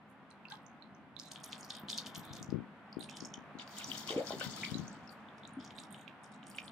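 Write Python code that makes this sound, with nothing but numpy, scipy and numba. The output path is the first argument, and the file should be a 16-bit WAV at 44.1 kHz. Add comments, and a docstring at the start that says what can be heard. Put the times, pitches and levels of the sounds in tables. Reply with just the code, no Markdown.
"""Wet squelches and tiny pops, close by: a swan dabbles in the mud at the edge of a lake.
Its bill squeezes the mud, rings hollow and bursts bubbles; it lifts its head, water streams off and
plops back as trapped air rings, then it feeds on. A distant rumble and soft finger bumps on a
hand-held camera lie underneath; the camera's hum comb adds a faint flutter."""
import sys
import numpy as np
from scipy import signal
from scipy.fft import rfft, irfft, next_fast_len
from scipy.io import wavfile
from scipy.ndimage import uniform_filter1d
from numba import njit

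SR = 44100
rng = np.random.default_rng(int(sys.argv[2]) if len(sys.argv) > 2 else 0)


def pcm_store(signal):
    """Save signal as 16-bit PCM."""
    levels = np.round(np.clip(np.atleast_2d(signal), -1, 1) * 32767)
    wavfile.write(sys.argv[1], SR, levels.astype(np.int16).T)


N = 296219
TIME = np.arange(N) / SR

# bill smacks, a bubble burst each: (time [s], level [dB], pitch [Hz], length [cycles], L-R [dB])
SMACKS = [(0.3126, -52.5, 4240, 6.4, -9), (0.4542, -40, 2630, 5.4, -6), (0.485, -46.5, 4500, 4.0, -9),
          (0.5017, -43, 4460, 1.1, -17), (0.5219, -33, 3570, 2.5, -6), (0.665, -47.5, 6300, 4.1, -15),
          (0.8242, -46.5, 4030, 5.4, -12), (0.949, -56.5, 6030, 5.1, -6), (1.1664, -38, 3710, 6.6, -10),
          (1.191, -41, 4360, 1.8, -14), (1.1978, -29, 5200, 1.75, -1), (1.3153, -34, 4100, 1, 4),
          (1.318, -33.5, 6200, 1.35, -4), (1.3597, -34, 3270, 1.7, 5), (1.437, -41.5, 6090, 2.8, -3),
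          (1.4404, -30.5, 5700, 1.3, -1), (1.4433, -33, 7110, 0.72, -7), (1.446, -35, 10700, 3.6, 0),
          (1.5238, -32.5, 3180, 0.45, 1), (1.5303, -26.5, 3400, 1.7, 1), (1.581, -44, 8300, 2.4, -8),
          (1.6097, -40.5, 6700, 4.5, -3), (1.6308, -38.5, 5360, 2.4, 1), (1.6473, -38, 5340, 2.5, -2),
          (1.68, -51, 5100, 2.1, -6), (1.7034, -29, 4960, 0.93, -2), (1.706, -28, 3870, 2.4, 1),
          (1.751, -32.5, 4440, 0.85, 4), (1.766, -43, 4630, 2.1, 0), (1.7974, -42.5, 14000, 7.0, -5),
          (1.8857, -31.5, 3700, 2.7, 4), (1.8957, -33, 3940, 2.1, 1), (1.899, -26, 4800, 1.9, -2),
          (1.9013, -23, 4960, 0.83, -1), (1.912, -30.0, 4230, 1.5, 0), (1.93, -27, 3640, 4.1, 1),
          (1.9735, -41, 4900, 2.3, 1), (1.9782, -23.5, 5770, 1.4, -1), (1.9837, -23.5, 4400, 1.7, 3),
          (1.9848, -24.5, 4200, 1.6, 0), (2.0624, -32, 4280, 1, 3), (2.067, -35, 3250, 2.3, 2),
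          (2.069, -32.5, 5330, 0.63, 1), (2.1484, -40.5, 5450, 1.1, 6), (2.1498, -31.5, 6490, 1.3, 0),
          (2.1561, -33.0, 3380, 2, 6), (2.1606, -31.5, 5530, 1.15, -2), (2.1936, -40.5, 5550, 1.1, -1),
          (2.2517, -39, 9960, 0.76, -5), (2.3324, -38.5, 5400, 1.9, 1), (2.3353, -34, 5700, 1.2, -2),
          (2.353, -38.0, 5840, 1.2, -2), (2.366, -37, 4060, 0.45, 5), (2.369, -43, 5930, 1.2, -8),
          (2.4282, -31, 6260, 2.1, -1), (2.5035, -42, 4850, 1.6, 6), (2.9285, -42.5, 4810, 7, 2),
          (3.0092, -40, 4030, 4.4, -19), (3.028, -37, 3750, 1.4, 9), (3.0428, -39, 3830, 0.97, 3),
          (3.0906, -40, 2600, 3.6, -12), (3.0967, -34.5, 5170, 0.98, -4), (3.1693, -40, 4870, 2.3, 1),
          (3.1703, -31, 5100, 0.65, 2), (3.2044, -38, 6010, 3.1, -1), (3.2498, -34.5, 5630, 4.3, -1),
          (3.255, -33, 6700, 2.2, -2), (3.3396, -33, 6040, 3.6, 0), (3.342, -39, 3220, 6.3, 2),
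          (3.597, -35.5, 3430, 2.7, 9), (3.6768, -38.5, 4500, 1.2, 8), (3.7855, -26, 7180, 1.5, -3),
          (3.7961, -46, 11230, 2.3, 4), (3.8441, -28, 5800, 3.3, 1), (3.917, -28.5, 3040, 4.9, 9),
          (3.9754, -30.5, 6490, 0.54, 3), (3.9771, -43, 5000, 3.3, 11), (3.9789, -36, 6170, 4.9, 9),
          (4.0753, -28.5, 4170, 1.0, 4), (4.093, -26, 3470, 1.5, 6), (4.1077, -29, 3230, 2.6, -2),
          (4.1248, -36, 3400, 0.9, 6), (4.143, -45, 3710, 1.1, 25), (4.2703, -29.5, 5000, 2.1, 8),
          (4.3212, -33, 3750, 2.7, 13), (4.3975, -29, 5720, 0.76, -1), (4.4494, -36, 5000, 1.2, 5),
          (4.5632, -29.5, 6060, 0.84, 6), (4.6116, -39, 3860, 8.3, 12), (4.646, -29, 2300, 1.1, -3),
          (4.6499, -25.5, 3640, 1.3, 8), (4.6514, -33, 2950, 1.9, 2), (4.713, -42.5, 8400, 3.7, 7),
          (4.7444, -34, 4000, 7.9, -7), (4.783, -39.5, 6270, 7.0, 7), (4.8807, -38, 6290, 6.2, -1),
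          (4.929, -48, 7670, 5, 12), (5.0758, -50.5, 5280, 7.3, 11), (5.0936, -47, 4470, 4.8, 18),
          (5.117, -55, 7240, 1.8, 10), (5.2869, -48.5, 3430, 3.6, 2), (5.3834, -49.5, 4440, 0.81, 6),
          (5.435, -45.5, 3600, 3.9, -2), (5.4524, -41.5, 3760, 3.6, -2), (5.4755, -43.5, 7100, 2.1, -5),
          (5.5356, -53, 9260, 8, -18), (5.611, -47.5, 4910, 3.6, -1), (5.649, -38.5, 5900, 1.3, -1),
          (5.7072, -38.5, 3010, 1.16, -1), (5.7649, -50, 8100, 3.7, -4), (5.783, -41.5, 3820, 6.8, -1),
          (5.787, -33.5, 3480, 1.2, -4), (5.7936, -51, 8800, 6.2, -14), (5.8006, -39.5, 7470, 3.9, 3),
          (5.8361, -41, 5180, 1.4, -2), (5.907, -49.5, 8990, 5.1, -16), (5.9263, -41.5, 8700, 3.4, -14),
          (5.9455, -38.0, 3040, 1.9, -4), (5.994, -52, 2640, 3.0, -4), (6.079, -35, 2800, 2.04, -9),
          (6.2432, -50, 7760, 3.2, -3), (6.4307, -42, 2930, 1.8, -4), (6.469, -41.5, 5240, 0.78, 0),
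          (6.4806, -45, 8650, 3.2, -1), (6.5007, -38, 9400, 1.3, -1), (6.549, -45.5, 2900, 6.0, -4),
          (6.563, -39, 8850, 1.4, -6), (6.584, -34, 2680, 2.2, 2), (6.5857, -24, 2580, 1.7, -2),
          (6.6451, -52, 8040, 5.9, -3), (6.6804, -36.5, 3590, 2.2, 1)]
# bill direction: (time [s], L-R [dB], left phase lead [rad])
BILL_DIRECTION = [(1.1, -6, -1.4), (1.4, -0.5, -0.032), (2.4, 3, -0.36), (3.2, -1.5, 0.22),
                  (3.6, 1.5, 1.35), (4.8, 9.5, 2.2), (5.5, -1.5, -0.073), (6.7, -1.5, 0.84)]
# bill stirring, leaving and re-entering the water:
# (time [s], length [s], level [dB], first pitch [Hz], last pitch [Hz])
BILL_SLOSHES = [(3.586, 0.037, -56.5, 4230, 2910), (3.767, 0.076, -57.5, 3400, 3080),
                (3.892, 0.068, -56, 2880, 3530), (4.081, 0.048, -51.5, 3130, 3020),
                (4.159, 0.042, -58.5, 2700, 2600), (4.267, 0.062, -56, 5750, 3570),
                (4.328, 0.016, -67, 4370, 3800), (4.402, .045, -51.5, 2970, 3330),
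                (4.459, 0.016, -61.5, 4600, 3620), (4.53, 0.021, -63, 3400, 3800),
                (4.575, .055, -60, 2800, 3950), (4.631, 0.035, -62, 2530, 2500),
                (4.683, 0.11, -72, 4000, 4700)]


def undb(db):
    """Decibels to gain."""
    return 10 ** (np.asarray(db) / 20)


def curves(table):
    """Columns after the time column, interpolated per sample."""
    times_s, *columns = np.transpose(table)
    return [np.interp(TIME, times_s, column) for column in columns]


def swell(start_s, end_s, attack_s, release_s):
    """Linear rise, hold, exponential decay after end_s."""
    attack = np.clip((TIME - start_s) / attack_s, 0, 1)
    return attack * np.exp(-np.clip((TIME - end_s) / release_s, 0, 30))


def unit(x):
    """Scale to rms 1."""
    return x / np.sqrt(np.mean(x ** 2) + 1e-20)


def band(x, lo_hz, hi_hz, order=2):
    """Causal band-pass."""
    sos = signal.butter(order, [lo_hz, min(hi_hz, .48 * SR)], "band", fs=SR, output="sos")
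    return signal.sosfilt(sos, x)


def colour(x, points):
    """Shape a spectrum by (frequency [Hz], gain [dB]) points."""
    hz, db = np.transpose(points)
    gain_db = np.interp(np.log(np.fft.rfftfreq(N, 1 / SR) + 1), np.log(hz), db)
    return irfft(rfft(x) * undb(gain_db), N)


def sides(pan_db):
    """Left and right gains, mean 1; positive is left."""
    gains = undb(np.array([[.5], [-.5]]) * pan_db)
    return gains / gains.mean(axis=0)


def add(out, time_s, sound):
    """Mix in a stereo sound."""
    i = max(int(time_s * SR), 0)
    out[:, i:i + sound.shape[-1]] += sound[..., :N - i]


def bubble(hz, rise_oct_per_s, swell_s, t60_s, glide_s=0.026):
    """Damped resonance whose pitch glides, then levels off; a bubble nearing the surface climbs."""
    t = np.arange(int((t60_s + 2 * swell_s) * SR) + 8) / SR
    envelope = (1 - np.exp(-(t / swell_s) ** 2)) * np.exp(-np.log(1000) * t / t60_s)
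    octaves = rise_oct_per_s * glide_s * (1 - np.exp(-t / glide_s))
    return envelope / envelope.max() * np.sin(2 * np.pi * np.cumsum(hz * 2 ** octaves) / SR)


@njit
def ring_grains(start, hz, cycles, size):
    """Sum of tone pips, each peaking after half its cycles, then fading; start in samples."""
    out = np.zeros(N)
    for k in range(len(start)):
        fade = 2 * hz[k] / (cycles[k] * SR)
        phasor, step = size[k] + 0j, np.exp(2j * np.pi * hz[k] / SR - fade)
        for i in range(min(N - start[k], int(9 / fade))):
            out[start[k] + i] += phasor.imag * i * fade
            phasor *= step
    return out


def fizz(rate_per_s, lo_hz, hi_hz, cycles, spread_db, scatter_db, count):
    """Stream of tiny bubbles, many weak and a few strong, held near rms 1."""
    when, pitch, strength, chance, side, shape = rng.random((count, 6)).T
    start = (when * N).astype(np.int64)
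    hz = np.minimum(lo_hz * (hi_hz / lo_hz) ** pitch, .45 * SR)
    sounding = chance < rate_per_s * N / SR / count
    size = undb(-spread_db * np.log(strength + 0.0067)) * sounding
    pan = undb(scatter_db * (side - .5))
    right_lag = (3 * shape).astype(np.int64)
    pips = np.array([ring_grains(start + lag, hz, cycles * (.5 + shape), size * gain)
                     for lag, gain in ((1, pan), (right_lag, 1 / pan))])
    power = uniform_filter1d(uniform_filter1d(np.mean(pips ** 2, axis=0), size=4000), size=4000)
    return pips / np.sqrt(np.abs(power) + 0.0048 * power.mean())


def distant_rumble(gain_db=1):
    """Slowly swelling noise from across the lake, nearly mono around 200 Hz."""
    spectrum = [(18, -78), (30, -47), (64, -22.5), (168, -16), (202, 2), (350, -17), (728, -6.5), (996, -8),
                (1510, -10.5), (3320, -26), (4660, -38.5), (6500, -46.5), (9680, -48.5), (11300, -55),
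                (13600, -52), (15500, -59)]  # rumble: (frequency [Hz], relative density [dB])
    loudness = [(0.0, -63), (0.58, -60.5), (1.18, -63), (1.46, -57), (2.17, -55.5), (2.71, -59.5),
                (3.78, -55.5), (4.26, -54), (5.16, -57), (6.72, -59)]  # slow swell: (time [s], level [dB])
    width = [(60, 8.5), (200, -30), (700, -12.5), (1300, -7), (2400, -1.5), (8000, -0.5)]  # stereo width: (frequency [Hz], side minus mid [dB])
    mid, side = colour(rng.standard_normal((2, N)), spectrum)
    level_db, = curves(loudness)
    rumble = mid + colour(side, width) * np.array([[1], [-1]])
    return rumble / np.std(band(mid, 168, 3300, order=4)) * undb(level_db + gain_db) * sides(0.047)


def handling(t60_cycles=4.5, bump_pan_db=31, rustle_db=-1):
    """Fingers rustle on the camera body and bump it by the left microphone."""
    finger_bumps = [(2.175, -39.5, 171), (2.306, -40.5, 123), (2.41, -38, 203), (2.487, -34.5, 153),
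                    (2.5244, -24, 282), (2.540, -25, 160), (2.551, -32, 330), (2.586, -30.5, 220),
                    (2.968, -28.5, 284), (3.223, -36, 260), (3.378, -40.5, 233), (3.552, -39.5, 250),
                    (4.367, -39.5, 211), (4.464, -32, 178), (4.718, -30, 167), (4.752, -27.5, 216),
                    (4.794, -30.5, 167), (4.818, -35.5, 190), (4.833, -41.5, 182)]  # soft knocks: (time [s], level [dB], pitch [Hz])
    grip = [(0.0, -64), (1.55, -58), (1.79, -59.5), (2.47, -51.5), (2.79, -62), (3.27, -54.5),
            (3.65, -63.5), (3.91, -53.5), (4.02, -55), (4.77, -49), (5.16, -61), (5.69, -57), (6.21, -62.5),
            (6.72, -56.5)]  # low grip rustle: (time [s], level [dB])
    bumps = np.zeros((2, N))
    for time_s, db, hz in finger_bumps:
        knock = bubble(hz, 0, swell_s=0.0016, t60_s=t60_cycles / hz)
        add(bumps, time_s, undb(db) * sides(bump_pan_db) * knock)
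    grip_db, = curves(grip)
    rustle = unit(band(rng.standard_normal(N) + .5 * rng.standard_normal((2, N)), 123, 288))
    return band(bumps, 68, 1100, order=3) + rustle * undb(grip_db + rustle_db) * sides(0.9)


def dabbling(hollow_width_hz=600, smack_mud_db=-29, smack_spray_db=-38, stray_db=-2):
    """Each squeeze crackles in the mud, rings the bill's wet hollow and bursts stray bubbles."""
    # bill squeezes: (start [s], end [s], squelch [dB], spray [dB], hollow [dB], hollow pitch [Hz])
    squeezes = [(0.07, 0.137, -98, -84, -99, 3520), (.296, 0.316, -79, -78, -84, 4200),
                (0.495, 0.557, -65, -70.5, -63.5, 3370), (.615, 0.656, -84, -81.5, -90, 3500),
                (1.213, 1.286, -59.5, -76, -62.5, 3800), (1.308, 1.409, -62.5, -71, -67, 3460),
                (1.432, 1.495, -65, -69, -64.5, 3370), (1.524, 1.657, -62.5, -70, -92, 3630),
                (1.696, 1.802, -70, -69, -58.5, 3430), (1.883, 1.999, -51, -77, -52, 3500),
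                (2.037, 2.099, -71, -76, -61, 3400), (2.132, 2.199, -68, -68.5, -64, 3330),
                (2.226, 2.398, -74, -92, -61.5, 3680), (2.992, 3.046, -83, -60.5, -60.5, 3650),
                (3.087, 3.195, -68, -85, -60.5, 3300), (3.204, 3.26, -59.5, -78, -73, 3300),
                (5.101, 5.13, -82, -71.5, -76, 4600), (5.591, 5.68, -68, -95, -66.5, 3370),
                (5.748, 5.856, -77, -74.5, -68.5, 3570), (5.904, 6.031, -90, -72, -69.5, 3500),
                (6.23, 6.264, -62.5, -70.5, -75, 3500), (6.315, 6.363, -71, -80.5, -74.5, 3950),
                (6.458, 6.58, -70, -65, -72.5, 2840), (6.625, 6.683, -69, -67.5, -79, 3300)]
    sparkle = [(1.2, -4), (1.8, -5), (2.3, 7.5), (3.1, -16), (5.1, 2), (5.6, -8.5), (6.7, -12)]  # top treble of the spray: (time [s], relative level [dB])
    ticks = fizz(380, 4200, 14000, cycles=1.7, spread_db=6, scatter_db=8, count=6000)
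    seep = fizz(1500, 2800, 5000, cycles=1.2, spread_db=4, scatter_db=8, count=12000)
    strays = fizz(35, 8000, 10500, cycles=9, spread_db=4, scatter_db=8, count=1000)
    squelch_gain, spray_gain, smack_gain = np.zeros((3, N))
    hollow = np.zeros((2, N))
    for start_s, end_s, squelch_db, spray_db, hollow_db, hz in squeezes:
        squeeze = swell(start_s, end_s, attack_s=0.0027, release_s=0.0052)
        squelch_gain += squeeze * undb(squelch_db)
        spray_gain += squeeze * undb(spray_db)
        ring = unit(band(seep, hz - hollow_width_hz / 2, hz + hollow_width_hz / 2))
        hollow += undb(hollow_db) * squeeze * ring
    for time_s, db, _, cycles, _ in SMACKS:
        smack = swell(time_s - 0.006, time_s, attack_s=0.006, release_s=0.016)
        smack_gain = np.maximum(smack_gain, undb(db) / cycles * smack)  # longer pops stir less mud
    mud = unit(band(ticks, 4400, 8330, order=3))
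    mud *= np.hypot(squelch_gain, undb(smack_mud_db) * smack_gain)
    sparkle_db, = curves(sparkle)
    spray = unit(band(ticks, 6440, 10030, order=4))
    spray += undb(sparkle_db) * unit(band(ticks, 11650, 14700, order=4))
    spray *= np.hypot(spray_gain, undb(smack_spray_db) * smack_gain)
    return mud + spray + hollow + undb(stray_db) * strays * spray_gain


def pops(ring_db=-14, snap_db=-15):
    """A water film snaps within a few cycles; the cavity behind it rings on more softly."""
    out = np.zeros((2, N))
    t = np.arange(-SR // 1000, SR // 80) / SR
    for time_s, db, hz, cycles, pan_db in SMACKS:
        burst = np.exp(-np.log(2) * (2 * t * hz / cycles) ** 2) * np.cos(2 * np.pi * hz * t)
        snap = np.exp(-(t * 2 * hz) ** 2) * np.sin(2 * np.pi * min(2 * hz, 13000) * t) / cycles
        ring = np.sqrt(cycles) * bubble(hz, rise_oct_per_s=30, swell_s=2 / hz, t60_s=0.0052)
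        gain = undb(db) * sides(pan_db)
        add(out, time_s + t[0], gain * (burst + undb(snap_db) * snap))
        add(out, time_s + cycles / hz / 2, gain * undb(ring_db) * ring)
    return band(out, 1800, 15500)


def froth(gain_db=-13.5, jitter_s=0.006, spread_oct=0.42, climb_oct=0.43, count=14):
    """Tiny films snap in a cluster around each pop; the shorter the pop, the louder the froth."""
    time_s, db, pop_hz, pop_cycles, pan_db = np.repeat(SMACKS, count, axis=0).T
    wait, pitch, size, side = rng.standard_normal((len(time_s), 4)).T
    start = (np.maximum(time_s + jitter_s * (wait + .1), 0) * SR).astype(np.int64)
    hz = np.clip(pop_hz * 2 ** (climb_oct + spread_oct * pitch), 2500, 15000)
    strength = undb(db + gain_db - 6 * np.log2(pop_cycles) + 2.5 * size)
    cycles = np.full(len(time_s), 1.8)
    films = [ring_grains(start, hz, cycles, strength * gain) for gain in sides(pan_db + 4 * side)]
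    return band(np.array(films), 2000, 12000, order=3)


def plops(pan_db=2):
    """Falling water traps pockets of air that ring."""
    # air pockets: (time [s], level [dB], pitch [Hz], initial rise [oct/s], swell [s], t60 [s])
    pockets = [(0.508, -49.5, 1560, 5.5, 0.0025, 0.066), (.519, -47.5, 796, 13.5, 0.0042, 0.095),
               (1.835, -38.5, 206, 7, 0.00086, 0.02), (3.882, -40, 275, -3, 0.0018, 0.069),
               (4.086, -42, 1093, 13, .001, 0.025), (4.104, -32, 364, -6, .002, 0.038),
               (4.162, -23, 276, 20, 0.0012, 0.027), (4.172, -27.5, 419, 27, .016, 0.056),
               (4.3064, -26.5, 630, -11, 0.0009, 0.0095), (4.332, -35.5, 374, -8, 0.0013, 0.036),
               (4.411, -34, 1450, 13, 0.0011, 0.03), (4.411, -35.5, 550, -6, 0.0016, 0.028),
               (4.6332, -30, 2180, 10, 0.0011, 0.0048), (4.639, -46, 2330, 5, .001, 0.015),
               (4.660, -40.5, 2240, 7, 0.00092, 0.02), (5.569, -35.5, 259, 2.5, 0.0034, 0.089)]
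    out = np.zeros((2, N))
    for time_s, db, hz, rise_oct_per_s, swell_s, t60_s in pockets:
        add(out, time_s, undb(db) * sides(pan_db) * bubble(hz, rise_oct_per_s, swell_s, t60_s))
    return out


def slurps(swarms, gain_db, spread_oct, cycles, count):
    """Swarms of like-sized bubbles whose pitch slides as the gap at the bill changes."""
    time_s, length_s, db, first_hz, last_hz = np.repeat(swarms, count, axis=0).T
    total = len(time_s)
    progress = (np.arange(total) % count + rng.random(total)) / count
    pitch, size, side = rng.standard_normal((total, 3)).T
    hz = first_hz * (last_hz / first_hz) ** progress * 2 ** (spread_oct * pitch)
    overlap = cycles * count / (hz * length_s)
    strength = undb(db + gain_db + 3.5 * size) * 4 / np.sqrt(overlap)
    start = ((time_s + progress * length_s) * SR).astype(np.int64)
    gains = sides(side * np.minimum(hz / 600, 5))
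    return np.array([ring_grains(start, hz, np.full(total, cycles), strength * gain) for gain in gains])


def gulps():
    """Large bubbles churn up under the bill."""
    # bubble swarms: (time [s], length [s], level [dB], first pitch [Hz], last pitch [Hz])
    swarms = [(.512, .035, -63.5, 1500, 894), (4.1, .058, -44.5, 550, 567), (4.162, .07, -45.5, 490, 547),
              (4.315, .04, -50, 690, 443), (4.413, .045, -57, 1390, 1800)]
    return slurps(swarms, gain_db=0.5, spread_oct=0.24, cycles=2.1, count=16)


def gushes(lo_hz, hi_hz):
    """Running water frees its bubbles in uneven gushes, 30 a second."""
    hold = SR // 30
    steps = np.repeat(rng.standard_normal(N // hold + 1), hold)
    gush_db = 3.2 * uniform_filter1d(steps, size=hold // 2)[:N]
    return undb(gush_db) * fizz(1700, lo_hz, hi_hz, cycles=2.5, spread_db=2.5, scatter_db=31, count=12000)


def stream(start_s=3.66, end_s=4.592, attack_s=0.098, level_db=-61):
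    """Water fizzes off the lifted bill, surges with each slosh and gurgles where it meets the lake."""
    run_off = [(3.7, 0), (3.8, -1.5), (4.02, 3.5), (4.12, 0), (4.22, -3.5), (4.29, 4), (4.37, -2.5),
               (4.44, 8), (4.52, -3.5), (4.62, 4.5)]  # flow swelling and thinning: (time [s], relative level [dB])
    flow_db, = curves(run_off)
    flow = undb(level_db + flow_db)
    running = flow * swell(start_s, end_s, attack_s, release_s=0.16)
    misting = flow * swell(start_s, end_s, attack_s, release_s=0.11)
    surge = sum(undb(db) * swell(time_s, time_s + length_s, attack_s=0.011, release_s=0.011)
                for time_s, length_s, db, _, _ in BILL_SLOSHES)
    rinse = gushes(3200, 4800) + undb(-1) * gushes(4600, 7800)
    mist = gushes(5900, 8900) + gushes(11600, 15900)
    gurgle = fizz(500, 960, 2750, cycles=8, spread_db=6.5, scatter_db=6, count=9000)
    spatter = fizz(90, 4500, 13000, cycles=3, spread_db=6.5, scatter_db=10, count=3000)
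    return (band(rinse, 1640, 15000, order=3) * np.hypot(undb(2.5) * running, undb(-5) * surge)
            + band(spatter, 4000, 15000) * undb(-8) * misting
            + mist * np.hypot(undb(-9) * misting, undb(-13) * surge * (TIME > start_s))
            + gurgle * undb(-5) * np.hypot(running, surge))


def at_ports(x, lead_rad):
    """The two microphone ports hear the bill out of phase."""
    analytic = signal.hilbert(x, next_fast_len(N), axis=1)[:, :N]
    return np.real(analytic * np.exp(np.array([[.5j], [-.5j]]) * lead_rad))


def shore(x, scatter_db, decay_s):
    """Mud, twigs and the water surface add a short scatter tail, different in each ear."""
    t = np.arange(SR // 30) / SR
    tail = rng.standard_normal((2, len(t))) * np.exp(-t / decay_s) * (t > .0003)
    tail /= np.sqrt(np.sum(tail ** 2, axis=1, keepdims=True))
    return x + undb(scatter_db) * signal.fftconvolve(x, tail, axes=1)[:, :N]


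def scene():
    """Bill and water sounds scattered by the shore, over handling and far rumble."""
    pan_db, lead_rad = curves(BILL_DIRECTION)
    wet = dabbling() + stream()
    wet += slurps(BILL_SLOSHES, gain_db=3, spread_oct=0.304, cycles=4.3, count=44)
    bill = at_ports(pops() + froth() + sides(pan_db) * wet, lead_rad)
    bill = shore(bill, scatter_db=-4, decay_s=.003)
    bill = shore(bill, scatter_db=-10.5, decay_s=0.019)  # bank behind
    water = band(plops() + gulps(), 83, 9700)
    high = band(water, 775, 6900, order=4)  # long waves pass over the twigs unscattered
    water += shore(high, scatter_db=3, decay_s=0.0063) - high
    return bill + water + handling() + distant_rumble()


def record(dry, mains_hz=60, repeat_gain=.25, bass_repeat_gain=0.22, feedback=.55, top_hz=15900):
    """Port notches, a hum comb leaving faint inverted repeats (most in the bass), then a top cut."""
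    port_dips = [(5600, 71), (11300, 410)]  # microphone port notches: (frequency [Hz], width [Hz])
    for hz, width_hz in port_dips:
        dry = signal.lfilter(*signal.iirnotch(hz, hz / width_hz, fs=SR), dry)
    period = round(SR / mains_hz)
    bass = signal.sosfiltfilt(signal.butter(2, 1200, fs=SR, output="sos"), dry)
    comb_in = repeat_gain * dry + bass_repeat_gain * bass
    repeats = np.zeros_like(dry)
    for k in range(1, 12):
        repeats[:, k * period:] += feedback ** (k - 1) * comb_in[:, :N - k * period]
    return signal.sosfilt(signal.ellip(8, .2, 70, top_hz, fs=SR, output="sos"), dry - repeats)


dry = scene()
out = record(dry)
pcm_store(out)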